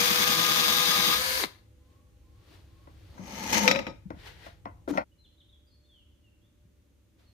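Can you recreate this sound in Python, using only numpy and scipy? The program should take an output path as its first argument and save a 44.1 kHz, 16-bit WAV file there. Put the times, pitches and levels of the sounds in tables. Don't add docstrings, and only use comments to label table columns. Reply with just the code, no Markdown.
import sys
import numpy as np
from scipy import signal
from scipy.fft import rfft, irfft, next_fast_len
from scipy.io import wavfile
from scipy.ndimage import map_coordinates

SR = 44100
rng = np.random.default_rng(int(sys.argv[2]) if len(sys.argv) > 2 else 0)


def wav_record(signal):
    frames = np.transpose(np.atleast_2d(signal))
    bounded = np.clip(frames, -1, 1)
    quanta = np.round(bounded * 32767).astype(np.int16)
    wavfile.write(sys.argv[1], SR, quanta)


N = 323234
T = np.arange(N) / SR

# (multiple of shaft speed, relative level/dB at touch, the same once dug in)
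GEAR_TONES = [(2, -52, -51), (4, -50, -49), (5, -64, -56), (7.5, -62, -53), (10, -57, -50.5),
              (12.5, -57, -45), (14, -55, -46.5), (15, -45, -35.5), (17.5, -57, -56), (20, -50, -45),
              (27, -53, -50), (27.5, -53, -51), (30, -37, -45.5), (32.5, -55, -51), (40, -52, -45),
              (42.5, -52, -42.5), (45, -54, -46), (47, -50, -43.5), (50, -56, -41.5), (60, -43, -40.5),
              (70, -51, -51), (80, -50, -48)]
# (f/Hz, relative density/dB)
FAN_COLOUR = [(35, -42), (60, -12.5), (102, -14.5), (135, -25.5), (167, -11), (206, -20), (343, -12.5),
              (403, -16.5), (509, -3), (559, -11.5), (889, -12.5), (1020, -3), (1290, -12.5), (1700, -0.5),
              (1910, -10.5), (2200, -3.5), (2410, -9), (3050, -9.5), (4630, -5), (5320, -12.5), (6710, -14),
              (7370, -18), (9510, -14.5), (13200, -14), (15500, -19)]
# (f/Hz, relative density/dB)
CHIP_COLOUR = [(76, -49.5), (130, -14), (186, -3), (267, -12), (326, -9), (432, -16.5), (487, -10.5),
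               (549, -17.5), (819, -7), (923, -10.5), (1220, -4.5), (1380, -10.5), (1620, -7), (1860, -12),
               (2180, -12.5), (2770, -8.5), (3600, -10), (4400, -12.5), (4860, -11), (6690, -18),
               (7540, -25), (9590, -17.5), (10400, -26), (13200, -16), (15500, -16.5)]
# (f/Hz, width/Hz, relative level/dB)
HOUSING_MODES = [(1260, 50, -12), (1820, 200, -9.5), (2170, 340, -8.5), (3200, 84, -6), (3464, 57, 0),
                 (3832, 120, -6.5), (4810, 160, -7), (5350, 130, -11.5), (5700, 180, -11.5),
                 (6600, 220, -9.5), (8260, 150, -18.5), (9540, 240, -18), (10300, 150, -18.5),
                 (11600, 350, -13.5), (12700, 330, -16.5), (13600, 260, -14), (14850, 230, -18.5)]
# (f/Hz, likeness -1 to 1)
DRILL_LIKENESS = [(60, 0.88), (130, -0.22), (290, -0.024), (640, -0.38), (1410, -0.44), (3100, -0.33),
                  (6820, 0.22), (15000, 0.079)]
# (f/Hz, left over right/dB)
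DRILL_BALANCE = [(60, 1.8), (160, 5), (270, 8), (450, 2.5), (740, 2), (1220, 5), (1640, 1), (2100, 7),
                 (3300, 6), (4200, 6), (4900, 9), (6400, 11), (7600, 3), (10500, 1), (13500, 7), (15000, 6)]
# (f/Hz, width/Hz, relative level/dB)
CHUCK_MODES = [(400, 260, 1), (1110, 320, 0), (2060, 290, 0), (3940, 340, -1)]
# (t/s, peak level/dB before panning, t60/s of the rattle)
CHUCK_SNAP = (1.4375, -12.5, 0.071)
THROUGH_S, LET_GO_S, LOCK_S = 1.145, 1.38, 1.44
START_SPEED, CUT_SPEED, FREE_SPEED = 79.6, 81.8, 86.5
SETTLE_S, BRAKE_S = .065, .078
TOUCH_DB, DIG_IN_S, UNLOAD_DB_PER_S = 0.5, 0.37, 216
CHATTER_START_DB, CHATTER_FULL_DB, CHATTER_GROW_S = -13.5, -3, 0.65
WHIR_FREE_DB, WHIR_LOADED_DB, WHIR_BRAKE_DB, RUN_DOWN_DB_PER_S = -28, -31, -6, 598
WHINE_FREE_DB, WHINE_LOADED_DB, WHINE_TOUCH_DB, WHINE_BRAKE_DB = -45.5, -46, 7, 11.5
GEAR_DB, GEAR_FLICKER_DB = -1.5, 3

# (f/Hz, relative density/dB)
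SCRAPE_COLOUR = [(220, -47), (380, -14), (495, 0), (551, -16), (596, -5.5), (664, -11), (920, -2),
                 (1040, -13), (1290, -6.5), (1420, -13), (2090, -7.5), (2950, -10), (3660, -12),
                 (4210, -9.5), (4770, -17.5), (6400, -6), (7030, -23), (7830, -19), (9000, -28.5),
                 (9430, -15.5), (11200, -27.5), (12300, -14), (13300, -23.5), (14300, -18), (15500, -30)]
# (f/Hz, width/Hz, relative level/dB)
SLIDER_MODES = [(722, 24, -3), (860, 53, 1.5), (1690, 76, -3.5), (2060, 120, -2), (2440, 90, -6.5),
                (3000, 47, -4.5), (4400, 120, -10), (4970, 76, -7.5), (5720, 80, -4.5), (6350, 27, -2.5),
                (6660, 44, -2.5), (8000, 65, -14)]
# (f/Hz, width/Hz, relative level/dB)
TABLE_MODES = [(197, 52, 2), (320, 64, -2), (512.5, 95, -5), (903.4, 77, -3.5), (1230, 110, -7)]
# (f/Hz, likeness -1 to 1)
TABLE_LIKENESS = [(60, 0.92), (180, 0.52), (550, -.3), (1650, -0.31), (4970, 0.18), (15000, -0.3)]
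# (f/Hz, left over right/dB)
TABLE_BALANCE = [(60, 0.5), (130, 3.8), (290, 3.3), (640, 3.5), (1410, 1.6), (3100, 9.7), (6820, 4.3),
                 (15000, 6.1)]
# (start t/s, end t/s, start level/dB, growth/dB per s)
PUSH_STROKES = [(3.119, 3.531, -56, 58.5), (3.522, 3.688, -21, -62.5)]
# (start t/s, end t/s, level/dB, growth/dB per s)
DRONE_STROKE = (3.5, 3.5, -45, 7.5)
# (start t/s, end t/s, start level/dB, growth/dB per s)
PIPE_DRAG_STROKE = (4.877, 4.985, -59, 75)
# (start t/s, end t/s, start level/dB, growth/dB per s)
PIPE_SHUDDER_STROKE = (4.88, 4.912, -37, 60)
# (start t/s, end t/s, relative level/dB, growth/dB per s, start f/Hz, end f/Hz, left lead/rad)
STICK_SLIPS = [(3.194, 3.234, -44, -60, 170, 199.5, -0.88), (3.544, 3.686, -39.5, 17, 907, 910, 0.015),
               (3.55, 3.653, -35.5, 50, 213.9, 203.6, -0.68), (3.651, 3.683, -27.5, 0, 505.4, 512, 1.3),
               (3.69, 3.74, -38, -58.5, 209.1, 189.4, -.7), (3.705, 3.798, -36, -8, 529, 547.6, .8),
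               (4.054, 4.07, -43, 0, 190, 178, -0.71), (4.893, 4.917, -33, 80, 296, 296, -0.65)]
PUSH_ATTACK_S, PUSH_T60_S, PUSH_EASE_S = .008, 0.035, 0.16
RUMBLE_DB, RUMBLE_FOLLOWS = -21, 0.54
GRIT_PER_S, GRIT_DB = 260, -6
JUDDER_ATTACK_S, JUDDER_T60_S, JUDDER_LEFT_DB = 0.0071, 0.069, 8
JUDDER_WAVER, JUDDER_FLICKER_DB = .025, 2.5

# (t/s, strength level/dB, metal ring level/dB)
HARD_CONTACTS = [(3.529, -25, -50), (3.552, -24, -46.5), (3.562, -21.5, -48.5), (3.6775, -7.5, -21.5),
                 (3.684, -16, -30), (3.712, -11, -34), (3.749, -25.5, -38), (3.759, -20.5, -32.5),
                 (3.79, -22, -61), (3.867, -26.5, -42), (3.878, -35.5, -74)]
# (f/Hz, relative density/dB)
CLACK_COLOUR = [(350, -37.5), (600, -2.5), (650, -12.5), (887, -8), (1090, -18), (2430, -2), (2680, -9),
                (4520, -20.5), (5180, -15), (8750, -42.5), (15000, -38)]
# (f/Hz, width/Hz, relative level/dB)
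METAL_MODES = [(513, 13, 8.5), (564, 9.4, 2.5), (1266, 8.1, 13), (1830, 35, -5.5), (1850, 9.8, -2),
               (2345, 30, -4.5), (2490, 45, -5.5), (3040, 20, -8), (3630, 40, -3.5), (3940, 49, 0.5),
               (4830, 57, -3.5), (4850, 90, -11), (5480, 55, -3), (6850, 60, -13.5), (7650, 50, -21.5)]
# (f/Hz, width/Hz, relative level/dB)
BOOM_MODES = [(520, 22, -1), (557.4, 33, -0.5), (930.5, 60, -9.5)]
# (t/s, relative level/dB, lowest f/Hz, brightness f/Hz)
PIPE_KNOCKS = [(2.872, -44, 199, 1890), (3.178, -42, 400, 2400), (3.192, -36, 50, 386),
               (3.653, -24.5, 400, 2400), (4.104, -30, 100, 1910), (4.165, -43.5, 50, 404),
               (4.463, -38, 600, 1190), (4.655, -27, 600, 1200), (4.877, -24.5, 200, 1200),
               (4.886, -30, 202, 910), (4.926, -31.5, 150, 502), (4.937, -33, 300, 2000),
               (4.951, -26.5, 200, 597), (4.963, -30, 298, 1790), (4.974, -21, 603, 3970),
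               (4.983, -33, 600, 3500), (4.9788, -17, 605, 987), (4.996, -31, 400, 805),
               (5.011, -41, 500, 890)]
# (f/Hz, relative level/dB)
PIPE_MODES = [(185, 0.5), (310, 0), (530, -2), (610, -1), (725, -4.5), (903, -4), (1060, -5), (1370, -7),
              (1550, -10), (1780, -14.5), (2000, -7.5), (2450, -16), (2620, -16.5), (3200, -23),
              (4200, -16.5), (5550, -13)]
CRACK_DB, CRACK_GROWS = -3, 1.5
THUD_DB, THUD_GROWS = -26.5, 0.26
BOOM_DB, BOOM_GROWS, BOOM_T60_S = -23, .8, .22
PIPE_WIDTH_HZ, PIPE_WIDTH_SHARE = 50, .03
KNOCK_COLOUR_DB, KNOCK_RATTLE_DB, KNOCK_T60_S = 2.5, -6, .13
KNOCK_LAG_S = .0004

# (f/Hz, relative density/dB)
CLOTH_COLOUR = [(180, -52.5), (300, 5), (416, -3.5), (1010, -10), (1700, -10.5), (4250, -11.5),
                (7420, -24.5), (15000, -26)]
# (f/Hz, relative density/dB)
SKIN_COLOUR = [(240, -42.5), (400, -6.5), (502, -7.5), (630, -11.5), (921, -9), (1160, -13), (1940, -5.5),
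               (2190, -9.5), (4070, -12.5), (7470, -27), (15000, -31)]
# (peak t/s, level/dB, rise/s, fall/s); rise and fall each span 20 dB
SLEEVE_MOVES = [(1.93, -72.5, 0.21, 0.14), (2.54, -57.5, 0.18, .13), (3.14, -61, 0.81, .3)]
# (peak t/s, level/dB, rise/s, fall/s)
HAND_RUBS = [(4.203, -56.5, 0.072, 0.09), (4.274, -45.5, 0.059, 0.082), (4.464, -50, .17, 0.099)]
# (t/s, relative level/dB, f/Hz, t60/s)
GRIP_BUMP = (6.652, -58, 170, .09)
# (peak t/s, level/dB, rise/s, fall/s)
FINGER_BRUSH = (7.195, -67, .03, .3)

# (start t/s, length/s, start f/Hz, middle f/Hz, end f/Hz, relative level/dB)
BIRD_NOTES = [(1.771, 0.34, 990, 1077, 1180, -72), (2.191, 0.31, 980, 1079, 1170, -73),
              (2.656, 0.3, 993, 1093, 1150, -69), (5.115, 0.023, 2744, 2920, 2850, -68),
              (5.179, .06, 3950, 4130, 3810, -60.5), (5.241, .028, 3770, 3360, 2640, -56),
              (5.367, 0.026, 3200, 3730, 3920, -64), (5.397, 0.0267, 3930, 3430, 2820, -54.5),
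              (5.484, 0.023, 3270, 3630, 3970, -60), (5.522, 0.029, 3760, 3370, 3420, -57),
              (5.662, 0.037, 4750, 4780, 4750, -67), (5.69, 0.099, 4270, 4345, 4390, -66),
              (5.822, 0.049, 4350, 4320, 4390, -68.5), (5.838, 0.032, 3450, 3570, 3950, -68),
              (5.862, 0.18, 3725, 3154, 2690, -60.5), (6.224, 0.081, 2950, 2790, 2630, -65.5),
              (6.409, 0.075, 3150, 3430, 3930, -72), (7.24, 0.095, 4520, 4260, 4290, -68)]
# (f/Hz, relative density/dB)
HUM_COLOUR = [(15, -45), (25, -9.5), (50, 0), (76, 0), (108, -2.5), (119, -10), (135, -14), (170, -13),
              (220, -43.5), (370, -120)]
# (f/Hz, relative density/dB)
ROOM_COLOUR = [(88, -33.5), (150, -3), (314, -0.5), (428, -10.5), (583, -9.5), (643, -20.5), (912, -20.5),
               (3280, -22), (5230, -27), (6600, -23.5), (7270, -27.5), (10500, -28.5), (15500, -30.5)]
# (f/Hz, level/dB during the work, level/dB in the quieter place)
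MACHINE_TONES = [(69.7, -61.5, -67), (101.8, -65, -76.5), (332, -76.5, -88), (500, -79.5, -103),
                 (592, -87, -85.5), (814, -87, -105)]
# (peak t/s, level/dB, rise/s, fall/s)
TABLE_DRUMMING = (3.5, -49, 2.5, 5)
# (f/Hz, t60/s)
WORKSHOP_DECAY = [(150, .37), (1000, .42), (4000, .38), (14000, .32)]
# (f/Hz, t60/s)
YARD_DECAY = [(500, .7), (3000, .8), (8000, .8)]
BIRD_FLUTTER = .013
BIRD_DIRECT_DB, BIRD_ECHO_DB = -4, -2.5
HUM_DB, DRILL_SHAKE_DB = -64.5, -57.5
ROOM_WORKING_DB, ROOM_QUIETER_DB = -67.5, -70
BREAK_OFF_S = 5.033
TOP_HZ = 15550


def amp(db):
    return 10 ** (np.asarray(db) / 20)


def unit(x):
    return x / np.sqrt(np.mean(x ** 2) + 1e-20)


def along(points, hz):
    f, v = np.transpose(points)
    return np.interp(np.log(hz + 1), np.log(f + 1), v)


def wobble(rate):
    return map_coordinates(rng.standard_normal(int(N * rate / SR) + 4), [T * rate])


def filtered(x, response):
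    m = next_fast_len(x.shape[-1] + 8192)
    return irfft(rfft(x, m) * response(np.fft.rfftfreq(m, 1 / SR)), m)[..., :x.shape[-1]]


def colour(points):
    return lambda hz: amp(along(points, hz))


def body(peaks):
    def response(f):
        return sum((-1) ** k * amp(db) * 1j * f * w / (c * c - f * f + 1j * f * w)
                   for k, (c, w, db) in enumerate(peaks))
    return response


def noise(response, alike, left=((100, 0),), size=N):
    def mid_side(hz):
        turn = np.arccos(np.clip(along(alike, hz), -1, 1)) / 2
        return response(hz) * np.array([np.cos(turn), np.sin(turn)])
    mid, side = filtered(rng.standard_normal((2, size)), mid_side)
    stereo = np.array([mid + side, mid - side])
    return unit(filtered(stereo, lambda hz: amp(np.outer([.5, -.5], along(left, hz)))))


def pan(left_db):
    return amp([[left_db / 2], [-left_db / 2]])


def since(s):
    return np.maximum(T - s, 0)


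def stroke(start, end, db, db_per_s, attack_s, t60):
    held = np.clip(T - start, 0, end - start)
    return np.minimum(since(start) / attack_s, 1) * amp(db + db_per_s * held - 60 * since(end) / t60)


def swell(peak, db, rise_s, fall_s):
    return amp(db - 20 * (np.maximum(peak - T, 0) / rise_s + since(peak) / fall_s))


def drill():
    speed, braking = motor()
    depth = np.minimum(T / DIG_IN_S, 1)
    load = amp(TOUCH_DB * (1 - depth) - UNLOAD_DB_PER_S * since(THROUGH_S))
    strain = depth * load
    whir_db = WHIR_FREE_DB + (WHIR_LOADED_DB - WHIR_FREE_DB) * strain + WHIR_BRAKE_DB * braking
    whir = running() * amp(whir_db)
    whine_db = WHINE_FREE_DB + (WHINE_LOADED_DB - WHINE_FREE_DB) * strain
    whine = running() * amp(whine_db + WHINE_TOUCH_DB * (1 - depth) + WHINE_BRAKE_DB * braking)
    chatter = amp(np.interp(T, [0, CHATTER_GROW_S], [CHATTER_START_DB, CHATTER_FULL_DB]))
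    bite = np.cos(2 * np.pi * np.cumsum(speed) / SR / 8 - .7)
    angle = 2 * np.pi * np.cumsum(speed * (1 - .004 * load * bite + .003 * wobble(35))) / SR

    def tone(order):
        phase = rng.uniform(0, 2 * np.pi)
        return np.sqrt(2) * np.sin(order * angle + phase - np.array([[0], [order / 20]]))

    gears = sum(amp(GEAR_DB + touch_db + (deep_db - touch_db) * depth + GEAR_FLICKER_DB * wobble(28))
                * tone(order) for order, touch_db, deep_db in GEAR_TONES)
    gears = (load * gears + whine * tone(order=6)) * pan(6)
    ringing = amp(-27.0) * noise(body([(3536, 530, 0), (4080, 450, -2)]), DRILL_LIKENESS, DRILL_BALANCE)
    grit = unit(amp(1.7 * wobble(700) + 1.1 * wobble(110) + .5 * bite))
    chips = noise(lambda f: colour(CHIP_COLOUR)(f) * f ** 4 / (f ** 4 + 260 ** 4),
                  DRILL_LIKENESS, DRILL_BALANCE)
    housing = noise(body(HOUSING_MODES), DRILL_LIKENESS, DRILL_BALANCE)
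    cutting = amp(-27.0) * chips + amp(-29.0) * housing
    fan = noise(colour(FAN_COLOUR), DRILL_LIKENESS, DRILL_BALANCE)
    fan = fan * (1 + 0.3 * tone(order=3) + 0.038 * tone(order=4))
    flex = np.sin(2 * np.pi * np.cumsum(186 + 18 * bite + 22 * wobble(60)) / SR)
    flutter = noise(body([(185, 46, 0)]), [(200, 0.66)], [(200, 9.7)])
    thrum = (amp(-44.5) * flex * pan(2.5) + amp(-43.5) * flutter) * amp(8.5 * bite - 2.5)
    return gears + load * (grit * (cutting + chatter * ringing) + thrum) + whir * fan


def motor():
    cutting = CUT_SPEED + (START_SPEED - CUT_SPEED) * np.exp(-T / SETTLE_S)
    freed = (FREE_SPEED - CUT_SPEED) * (1 - np.exp(-since(THROUGH_S) / SETTLE_S))
    braking = 1 - np.exp(-(since(LET_GO_S) / BRAKE_S) ** 2)
    return (cutting + freed) * (1 - braking), braking


def running():
    return amp(-RUN_DOWN_DB_PER_S * since(LOCK_S))


def lock():
    s, db, t60 = CHUCK_SNAP
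    snap = filtered(signal.unit_impulse(N, round(s * SR)), body(CHUCK_MODES))
    rattle = noise(body(CHUCK_MODES), DRILL_LIKENESS, DRILL_BALANCE)
    rattle = rattle * (T >= s) * amp(-12 - 60 * since(s) / t60)
    return amp(db) * (snap / np.abs(snap).max() * pan(4) + rattle)


def slide():
    hiss = noise(lambda f: colour(SCRAPE_COLOUR)(f) * f ** 4 / (f ** 4 + 450 ** 4),
                 TABLE_LIKENESS, TABLE_BALANCE)
    hiss = hiss * unit(amp(2.2 * wobble(400) + 3.6 * wobble(60)))
    specks = (rng.random(N) < GRIT_PER_S / SR) * rng.uniform(-1.2, 1, (2, N))
    grit = unit(filtered(specks, colour(SCRAPE_COLOUR)) * pan(8.6))
    ringing = noise(body(SLIDER_MODES), TABLE_LIKENESS, TABLE_BALANCE)
    scrape = unit(hiss + amp(GRIT_DB) * grit + ringing)
    rumble = noise(lambda f: body(TABLE_MODES)(f) / (1 + (f / 1300) ** 4), [(300, 0.93)], TABLE_BALANCE)
    rumble = rumble * unit(amp(1.7 * wobble(70)))
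    force = np.max([stroke(*push, PUSH_ATTACK_S, PUSH_T60_S) for push in PUSH_STROKES], axis=0)
    force = force * np.minimum(since(PUSH_STROKES[0][0]) / PUSH_EASE_S, 1)
    drone_gain = stroke(*DRONE_STROKE, attack_s=.04, t60=0.17)
    shudder_gain = stroke(*PIPE_SHUDDER_STROKE, PUSH_ATTACK_S, PUSH_T60_S)
    drone = noise(body([(300, 120, 0)]), [(300, 0.81)], TABLE_BALANCE) * (drone_gain + shudder_gain)
    drag = stroke(*PIPE_DRAG_STROKE, PUSH_ATTACK_S, PUSH_T60_S)
    return (force + drag) * scrape + amp(RUMBLE_DB) * force ** RUMBLE_FOLLOWS * rumble + drone


def judders():
    out = np.zeros((2, N))
    waver = 1 + JUDDER_WAVER * wobble(90)
    flicker = amp(JUDDER_FLICKER_DB * wobble(80))
    for start, end, db, db_per_s, start_hz, end_hz, lead in STICK_SLIPS:
        hz = np.interp(T, [start, end], [start_hz, end_hz]) * waver
        slips = 2 * np.pi * np.cumsum(hz) / SR
        gain = stroke(start, end, db, db_per_s, JUDDER_ATTACK_S, JUDDER_T60_S)
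        out += gain * np.sin(slips - np.array([[0], [lead]]))
    return np.sqrt(2) * out * flicker * pan(JUDDER_LEFT_DB)


def clatter():
    t = np.arange(SR // 2) / SR
    out = np.zeros((2, N + len(t)))

    def burst(response, t60, alike=TABLE_LIKENESS):
        return noise(response, alike, TABLE_BALANCE, size=len(t)) * amp(-60 * t / t60)

    clack_colour = colour(CLACK_COLOUR)
    for s, db, ring_db in HARD_CONTACTS:
        clack = burst(lambda f: clack_colour(f) / (1 + (f / 3000) ** 4), t60=0.029) * amp(db)
        crack = burst(lambda f: clack_colour(f) * f ** 4 / (f ** 4 + 4000 ** 4), t60=0.045)
        crack = crack * amp(CRACK_DB + CRACK_GROWS * db)
        thud = burst(lambda f: body(TABLE_MODES)(f) / (1 + (f / 900) ** 4), t60=0.17, alike=[(300, 0.57)])
        thud = thud * amp(THUD_DB + THUD_GROWS * db)
        boom = burst(lambda f: body(BOOM_MODES)(f) / (1 + (f / 1500) ** 4), BOOM_T60_S, [(500, 0.61)])
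        boom = boom * amp(BOOM_DB + BOOM_GROWS * db)
        ring = burst(body(METAL_MODES), t60=.22) * amp(ring_db + 3 * wobble(70)[:len(t)])
        contact = (clack + crack + thud + boom + ring) * (1 - np.exp(-t / 0.00022))
        out[:, round(s * SR):][:, :len(t)] += contact
    return out[:, :N]


def knocks():
    t = np.arange(SR // 2) / SR
    out = np.zeros((2, N + len(t)))
    for s, db, low_hz, bright_hz in PIPE_KNOCKS:
        pipe = body([(hz, PIPE_WIDTH_HZ + PIPE_WIDTH_SHARE * hz, level + rng.normal(0, KNOCK_COLOUR_DB))
                     for hz, level in PIPE_MODES])

        def response(f):
            return pipe(f) / (1 + 1j * f / bright_hz) ** 3 * (1j * f / (1j * f + low_hz)) ** 2

        struck = filtered(signal.unit_impulse(len(t)), response)
        struck = struck / np.abs(struck).max() * pan(7.2)
        rattle = noise(response, [(300, 1.0), (2000, 0.66)], [(300, 4.3), (2000, 3)], size=len(t))
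        rattle = rattle * amp(KNOCK_RATTLE_DB - 60 * t / KNOCK_T60_S)
        tick = noise(colour(SKIN_COLOUR), TABLE_LIKENESS, TABLE_BALANCE, size=len(t))
        tick = tick * amp(-12.0 - 60 * t / 0.013) * bright_hz / 2500
        knock = amp(0.5) * struck + (rattle + tick) * (1 - np.exp(-t * bright_hz))
        out[:, round(s * SR):][:, :len(t)] += amp(db) * knock
    return filtered(out[:, :N], lambda f: np.exp(2j * np.pi * np.outer([.5, -.5], f) * KNOCK_LAG_S))


def rustles():
    sleeve = sum(swell(*move) for move in SLEEVE_MOVES)
    sleeve = sleeve * noise(colour(CLOTH_COLOUR), [(1000, 0.31)], [(1000, 3)])
    rub = sum(swell(*move) for move in HAND_RUBS)
    return sleeve + rub * noise(colour(SKIN_COLOUR), [(1000, 0.18)], [(1000, 5)])


def grip():
    s, db, hz, t60 = GRIP_BUMP
    t = since(s)
    bump = amp(db + 6.5 - 60 * t / t60) * np.sin(2 * np.pi * hz * t)
    return bump + swell(*FINGER_BRUSH) * noise(colour(CLOTH_COLOUR), [(1000, 0.23)])


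def birds():
    out = np.zeros((2, N))
    flutter = wobble(150)
    for s, length, start_hz, middle_hz, end_hz, db in BIRD_NOTES:
        now = (T >= s) & (T < s + length)
        u = (T[now] - s) / length
        glide = np.polyval(np.polyfit([0, .5, 1], [start_hz, middle_hz, end_hz], 2), u)
        hz = glide * (1 + BIRD_FLUTTER * flutter[now])
        whistle = np.sin(2 * np.pi * np.cumsum(hz) / SR)
        out[:, now] += amp(db + 2 * flutter[now]) * np.sin(np.pi * u) * whistle
    return out


def background(working):
    shaken = amp(DRILL_SHAKE_DB) * running() + swell(*TABLE_DRUMMING) * working
    hum = np.hypot(amp(HUM_DB), shaken) * noise(colour(HUM_COLOUR), [(40, 0.93), (150, .88)])
    tones = sum(amp(quieter_db + (working_db - quieter_db) * working + 2 * wobble(2.7))
                * np.sqrt(2) * np.sin(2 * np.pi * hz * T + .5 * wobble(4.9))
                for hz, working_db, quieter_db in MACHINE_TONES)
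    room_db = ROOM_QUIETER_DB + (ROOM_WORKING_DB - ROOM_QUIETER_DB) * working
    air = noise(colour(ROOM_COLOUR), [(200, 0.52), (1500, 0.18), (8000, 0.09)])
    return hum + tones + amp(room_db) * air


def room(x, decay):
    hz, t, z = signal.stft(rng.standard_normal((2, SR)), SR, nperseg=256)
    tail = signal.istft(z * amp(-60 * t / along(decay, hz)[:, None]), SR, nperseg=256)[1]
    tail = np.pad(tail, ((0, 0), (SR // 200, 0)))
    return signal.fftconvolve(x, tail / np.linalg.norm(tail[0]), axes=1)[:, :N]


def scene():
    tool = drill() + lock()
    handling = slide() + judders() + clatter() + knocks() + rustles()
    song = birds()
    work = tool + amp(-16.5) * room(tool, WORKSHOP_DECAY)
    work = work + handling + amp(-14.5) * room(handling, WORKSHOP_DECAY)
    working = np.clip((BREAK_OFF_S - T) / 0.025 + .5, 0, 1)
    outside = amp(BIRD_DIRECT_DB) * song + amp(BIRD_ECHO_DB) * room(song, YARD_DECAY)
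    return work * working + grip() + outside + background(working)


def record(dry):
    rounded = dry / (1 + np.abs(dry / .85) ** 6) ** (1 / 6)
    return filtered(rounded, lambda hz: hz ** 4 / (hz ** 4 + 33 ** 4) / (1 + (hz / TOP_HZ) ** 200))


dry = scene()
out = record(dry)
wav_record(out)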